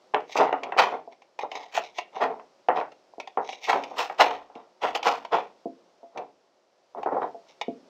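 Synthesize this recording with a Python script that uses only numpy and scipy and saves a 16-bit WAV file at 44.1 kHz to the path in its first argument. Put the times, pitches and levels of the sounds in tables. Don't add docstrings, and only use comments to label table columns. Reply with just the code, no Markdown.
import sys
import numpy as np
from scipy import signal
from scipy.fft import rfft, irfft, next_fast_len
from scipy.io import wavfile
from scipy.ndimage import uniform_filter1d, minimum_filter1d, map_coordinates

SR = 44100
rng = np.random.default_rng(int(sys.argv[2]) if len(sys.argv) > 2 else 0)


def transcribe(u):
    v = np.clip(np.atleast_2d(u).T, -1, 1)
    q = np.round(v * 32767).astype(np.int16)
    wavfile.write(sys.argv[1], SR, q)


N = 347944

# peak_s, rise_s, fall_s, flex_db, glue_db
TUG_EVENTS = [(.335, 0.051, 0.034, -50.5, -38.5), (.374, .025, 0.073, -33, -26),
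              (.403, 0.037, 0.12, -14.5, -31.5), (0.679, 0.082, 0.068, -34, -56.5),
              (.796, .02, 0.03, -10.5, -14), (.828, .025, 0.092, -19, -26), (.94, 0.054, 0.061, -28.5, -48),
              (1.13, 0.02, 0.013, -47, -53.5), (1.42, .024, 0.038, -35.5, -40),
              (1.565, .055, .12, -35, -39), (1.772, .045, 0.042, -33.5, -28.5),
              (1.84, .043, 0.079, -44.5, -43), (1.987, .04, 0.041, -48, -39.5),
              (2.171, 0.041, 0.083, -33, -45), (2.232, 0.033, 0.05, -19.5, -30),
              (2.319, 0.12, 0.096, -33, -57), (2.778, 0.03, 0.048, -22, -36),
              (3.49, .069, 0.14, -47.5, -43), (3.641, 0.034, 0.29, -49, -37),
              (3.70, 0.027, 0.082, -19.5, -24.5), (3.76, .043, 0.11, -25, -45),
              (3.92, 0.022, 0.098, -36.5, -61.5), (3.998, 0.032, 0.088, -24, -26),
              (4.214, 0.025, 0.027, -9, -14), (4.25, 0.053, 0.12, -21.5, -31),
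              (4.57, .03, 0.11, -43, -60.5), (4.845, 0.027, 0.088, -21, -30),
              (4.958, 0.011, 0.022, -23, -24.5), (5.075, 0.038, 0.094, -17.5, -24),
              (5.338, .022, 0.084, -16.5, -30), (6.198, 0.057, 0.064, -32, -58),
              (6.986, .037, 0.07, -33, -62.5), (7.135, 0.03, .11, -24, -56.5),
              (7.235, 0.032, 0.065, -27, -53.5), (7.498, 0.028, 0.058, -58.5, -53.5)]
# start_s, pop_db, thud_db, crack_db
SNAP_EVENTS = [(0.137, -21.5, -5.5, -22.5), (.144, -16.5, -6.5, -10), (0.355, -22, -1, -27),
               (.526, -17.5, -4, -15), (0.721, -25, -17.5, -6), (.764, -23.5, -5.5, -25),
               (1.433, -25.5, -8.5, -46), (1.7737, -16.5, -42.5, -9), (2.224, -16, -10, -18),
               (2.396, -41.5, -22, -8.5), (2.685, -12.5, -3.5, -13), (2.811, -24.5, -7, -11),
               (3.372, -17, -2, -23), (3.694, -25.5, -12, -0.5), (3.729, -17, -17, -12),
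               (4.097, -25.5, -19, -11), (4.499, -46.5, -6, -23), (4.992, -33, -15, -14),
               (6.947, -32.5, -23, -51), (7.059, -20, 0.5, -27.5), (7.166, -20, -6.5, -55.5),
               (7.218, -25, 0.5, -19.5)]
# start_s, level_db, crack_db (relative to level)
PLUCK_EVENTS = [(.203, -37, -16.5), (0.294, -41.5, -14), (.633, -32, -6.5), (1.219, -50, -7),
                (1.389, -26.5, -11), (1.515, -33, -5.5), (1.632, -42, -1.5), (1.748, -34.5, -5.5),
                (1.984, -24, -8.5), (2.918, -46.5, -7.5), (3.199, -32, -5), (3.273, -35.5, -4.5),
                (3.489, -29.5, -5), (3.528, -37.5, -0.5), (3.647, -44, 6), (3.836, -36.5, 2.5),
                (4.552, -48, -4), (4.816, -36, -6), (4.949, -26, -5.5), (5.028, -29, 2.5),
                (5.248, -31.5, -13), (6.174, -32, -7), (7.03, -26, -15), (7.612, -25.5, -6.5)]
# start_s, level_db, centre_hz, free (share of the free ring time)
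BUMP_EVENTS = [(1.075, -41.5, 630, 0.59), (3.136, -48, 950, 0.23), (3.181, -39.5, 465, 0.69),
               (4.557, -42, 390, 0.77), (5.656, -30, 362, 0.73), (6.03, -47.5, 537, 1),
               (7.345, -40, 650, 0.75), (7.681, -28, 315, 0.75)]
# pitch_hz, level_db (relative), t60_s
CASE_MODES = [(180, -24.5, 0.93), (248.5, -7, 0.28), (267.5, -3, 0.19), (335.3, -8, 0.19),
              (343, -15.5, 0.17), (411, -15, 0.077), (461, 9, 0.044), (565, -15.5, .24), (681.3, 8, 0.2),
              (810, -9, 0.23), (1017, -5, 0.15)]
# freq_hz, level_db (per Hz)
SHEET_SPECTRUM = [(30, -57.5), (70, -42), (135, -28.5), (280, -11.5), (340, -12), (450, -5), (540, -5.5),
                  (730, 4), (950, 0), (1350, -13), (1700, -21.5), (2300, -33), (3600, -56.5), (8000, -92.5)]
# freq_hz, level_db (per Hz)
GLUE_SPECTRUM = [(50, -59.5), (300, -36), (900, -7), (1600, -2), (2350, 3.5), (3000, 1), (3700, -3.5),
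                 (4400, -6.5), (5200, -9), (6500, -13), (7800, -23), (10000, -39), (12000, -34.5),
                 (14300, -28.5), (15800, -35.5)]
# freq_hz, level_db (per Hz)
POP_SPECTRUM = [(30, -55), (70, -37), (150, -15), (250, -10), (370, 7.5), (520, -0.5), (750, 12),
                (1200, 0.5), (1650, -1), (2400, 5.5), (4000, -4), (6300, -7), (8200, -26.5), (10500, -37.5)]
# centre_hz, width_hz, boost_db
FILM_PEAKS = [(839, 350, 2), (1440, 550, -23.5), (2160, 460, 12), (3773, 770, 13), (5500, 910, 10.5),
              (6360, 810, 10)]
# centre_hz, width_hz, boost_db
CAVITY_PEAKS = [(283.3, 4.3, 9), (458, 90, 6), (680, 12, -2), (1280, 55, 1.5), (1372, 68, 3.5),
                (1893, 180, 5)]
# freq_hz, t60_s
ROOM_DECAY = [(150, 0.59), (400, 0.34), (1000, 0.16), (2800, 0.27), (7300, 0.055), (14000, 0.15)]
# freq_hz, level_db (per Hz)
HISS_SPECTRUM = [(15, -87), (25, -49), (153, -20.5), (175, -17), (317, -11.5), (372, -1), (404, -10),
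                 (558, -2), (1690, -20.5), (3600, -23), (5390, -21.5), (6520, -28), (7870, -34.5),
                 (8540, -40), (15900, -53.5)]
# time_s, level_db
HISS_LEVEL = [(0, -65.5), (1.2, -70), (2.3, -66.5), (4.4, -69), (5.6, -67), (6.7, -72), (7.3, -65)]

BRIGHT_PER_DB, BRIGHT_AT_DB, BRIGHT_PER_S = 0.61, 2, 1.1
BRIGHT_RANGE = (-20.5, 2.1)
STRAY_PER_S, STRAY_DB = 30, 11.5
TICK_DB, TICK_PER_DB, TYPICAL_POP_DB = -20, 0.4, -21.5
BODY_DB, BODY_PER_DB = 1, 0.43
SHUDDER_DB, SHUDDER_PER_DB = -5, 0.26
SHUDDER_RISE_S, SHUDDER_FALL_S = 0.012, 0.055
SHUDDER_TREBLE_DB, SHUDDER_TREBLE_PER_DB = 13, 0.46
PLUCK_THUD_DB, PLUCK_HOLLOW_DB, PLUCK_TICK_DB = -12, -15.5, -4.5
TOP_HZ = 15900


def tugs():
    out = np.zeros(N)
    lead = 0.2
    t = np.arange(3 * SR // 4) / SR - lead
    for s, rise, fall, flex_db, glue_db in TUG_EVENTS:
        excess_db = glue_db - flex_db
        bright = BRIGHT_PER_S * s + BRIGHT_PER_DB * (excess_db - BRIGHT_AT_DB)
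        bright = np.clip(bright, *BRIGHT_RANGE)
        envelope = amp(-20 * np.where(t < 0, np.abs(t / rise) ** 1.92, t / fall))

        slip_depth_db = 3.5 * np.clip(rise / 0.07, 0.3, 1)
        slips = amp(slip_depth_db * wobble((t + lead) * 130))

        gentle = np.clip((-28 - glue_db) / 14, 0, 1)
        bonds = grains(len(t), rate=2400 - 1300 * gentle, spread_db=5)
        judder = grains(len(t), rate=1400, spread_db=2.5)
        strays = gentle * amp(STRAY_DB) * grains(len(t), rate=STRAY_PER_S, spread_db=3.5)

        taut_db = 0.36 * np.clip(excess_db + 16.5, -12, 14)
        film_share = gentle * np.clip(taut_db / 4, 0, 1)
        bend = bent(depth_db=3.5)

        def flex_colour(hz):
            slack = along([(250, 0.86), (700, -0.13), (1350, -1.6), (2300, -1.2)], hz)
            return along(SHEET_SPECTRUM, hz) - taut_db * slack + film_share * peaks(FILM_PEAKS, hz)

        def glue_colour(hz):
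            tilt = bright * np.log2(np.clip(hz, 1700, 6500) / 2700)
            return along(GLUE_SPECTRUM, hz) + tilt + bend(hz) + gentle * peaks(FILM_PEAKS, hz)

        flex = swell(judder * np.sqrt(slips), envelope, flex_colour)
        glue = swell(bonds * slips + strays, envelope, glue_colour)
        add(out, s - lead, amp(flex_db - 1.26) * flex + amp(glue_db - 3.5) * glue)
    return out


def snaps():
    out = np.zeros(N)
    t = np.arange(SR // 4) / SR
    settle = np.minimum(t / SHUDDER_RISE_S, amp(-20 * (t - SHUDDER_RISE_S) / SHUDDER_FALL_S))
    for s, db, thud_db, crack_db in SNAP_EVENTS:
        body_db = BODY_DB + BODY_PER_DB * crack_db
        tick_db = crack_db + TICK_DB + TICK_PER_DB * (db - TYPICAL_POP_DB)
        crease = [(400, thud_db), (620, 0.00046), (1100, 0), (1500, body_db),
                  (2100, crack_db), (3100, crack_db - 3.0), (5200, tick_db)]
        snap = crack(t, crease, flutter=0.3, ring_s=0.021)

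        treble_db = SHUDDER_TREBLE_DB + SHUDDER_TREBLE_PER_DB * crack_db
        judder = grains(len(t), rate=1400, spread_db=2.5)
        shudder = swell(judder, settle, lambda hz: along(SHEET_SPECTRUM, hz)
                        + along([(1000, 0), (2000, treble_db)], hz))
        shudder_db = SHUDDER_DB + SHUDDER_PER_DB * min(thud_db, 0)
        add(out, s, amp(db) * (snap + amp(shudder_db) * shudder))
    return out


def plucks():
    out = np.zeros(N)
    t = np.arange(SR // 8) / SR
    for s, db, crack_db in PLUCK_EVENTS:
        crease = [(400, PLUCK_THUD_DB), (620, 0.0094), (1000, 0.015), (1500, PLUCK_HOLLOW_DB),
                  (2100, crack_db), (3100, crack_db), (5200, crack_db + PLUCK_TICK_DB)]
        add(out, s, amp(db) * crack(t, crease, flutter=0.47, ring_s=0.039))
    return out


def crack(t, crease, flutter, ring_s):
    flip = 0.002
    kick = flutter * rng.standard_normal(len(t)) * np.minimum(t / flip, 1) * amp(-60 * t / ring_s)
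    kick[round(flip * SR)] += 1
    middle_band = [(400, -31.5), (550, 1.5), (1300, 0), (1900, -39)]
    middle = colour(kick, lambda hz: along(POP_SPECTRUM, hz) + along(middle_band, hz))
    bend = bent(depth_db=3.5)
    sound = colour(kick, lambda hz: along(POP_SPECTRUM, hz) + along(crease, hz) + bend(hz))
    return sound / peak_level(middle)


def bumps():
    out = np.zeros(N)
    t = np.arange(SR // 2) / SR
    for s, db, centre_hz, free in BUMP_EVENTS:
        ring = np.zeros(len(t))
        for hz, level_db, t60 in CASE_MODES:
            uneven_db = level_db + rng.standard_normal()
            ring += amp(uneven_db - 60 * t / (t60 * free)) * np.cos(2 * np.pi * hz * t)
        push = 5.5 * rng.standard_normal(len(t)) * amp(-60 * t / (0.14 * free))

        def contact_db(hz):
            return -7.5 * np.log2((hz + 1) / centre_hz) ** 2 + along([(950, 5.5), (1600, -31)], hz)

        bump = colour(ring + push, contact_db)
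        add(out, s, amp(db + 3.5) * bump / peak_level(bump))
    return out


def cavity(x):
    return colour(x, lambda hz: peaks(CAVITY_PEAKS, hz), size=8192)


def room(x, count=26):
    out = np.zeros(N)
    hop = N // count + 1
    for start in range(0, N, hop):
        hz, t, z = signal.stft(rng.standard_normal(2 * SR // 3), SR, nperseg=256)
        decay = amp(-60 * t / along(ROOM_DECAY, hz)[:, None])
        tail = signal.istft(z * decay, SR, nperseg=256)[1]
        tail = tail / np.linalg.norm(tail)
        add(out, start / SR + 0.003, signal.fftconvolve(x[start:start + hop], tail))
    return out


def background():
    air_db = np.interp(np.arange(N) / SR, *np.transpose(HISS_LEVEL))
    hiss = colour(rng.standard_normal(N), lambda hz: along(HISS_SPECTRUM, hz))
    return amp(air_db + 5) * unit(hiss)


def grains(length, rate, spread_db):
    happens = rng.random(length) < rate / SR
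    sign = rng.choice([-1, 1], length)
    return happens * sign * amp(spread_db * np.clip(rng.standard_normal(length), -2, 2))


def swell(kicks, envelope, body_db):
    sound = colour(kicks * envelope, body_db)
    return unit(sound) * np.sqrt(np.mean(envelope ** 2))


def wobble(steps):
    return map_coordinates(rng.standard_normal(int(np.max(steps)) + 4), [steps])


def bent(depth_db):
    knots_hz = np.arange(0, SR, 220)
    ripple = depth_db * np.clip(rng.standard_normal(len(knots_hz)), -2, 1.2)
    ripple *= np.clip(knots_hz / 1800 - 0.2, 0, 1)
    return lambda hz: np.interp(hz, knots_hz, ripple)


def peaks(modes, hz):
    return sum(db / (1 + (2 * (hz - centre) / width) ** 2) for centre, width, db in modes)


def colour(x, gain_db, size=2048):
    gain = amp(gain_db(np.fft.rfftfreq(size, 1 / SR)))
    cepstrum = irfft(np.log(np.maximum(gain, 1e-6)))
    cepstrum[1:size // 2] *= 2
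    cepstrum[size // 2 + 1:] = 0
    body = irfft(np.exp(rfft(cepstrum)))
    return signal.fftconvolve(x, body)[:len(x)]


def amp(db):
    return 10 ** (np.asarray(db) / 20)


def unit(x):
    return x / np.sqrt(np.mean(x ** 2) + 1e-20)


def peak_level(x, size=220):
    return np.sqrt(np.max(uniform_filter1d(x ** 2, size, mode="constant")))


def along(points, hz):
    f, v = np.transpose(points)
    return np.interp(np.log(hz + 1), np.log(f + 1), v)


def add(track, s, sound):
    start = round(s * SR)
    sound = sound[max(-start, 0):max(N - start, 0)]
    track[max(start, 0):][:len(sound)] += sound


def scene():
    peeling = tugs()
    buckling = snaps() + plucks()
    knocking = bumps()
    echo = room(amp(-12.0) * peeling + amp(-11.0) * buckling + amp(-16) * knocking)
    in_case = cavity(peeling + buckling + echo)
    return (in_case + knocking + background())[None]


def record(dry):
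    ceiling = 0.8
    needed = ceiling / np.maximum(np.abs(dry), ceiling)
    gain = uniform_filter1d(minimum_filter1d(needed, size=301), size=151)
    limited = dry * gain
    size = next_fast_len(N + SR // 2)
    in_band = np.fft.rfftfreq(size, 1 / SR) < TOP_HZ
    return irfft(rfft(limited, size) * in_band, size)[..., :N]


dry = scene()
out = record(dry)
transcribe(out)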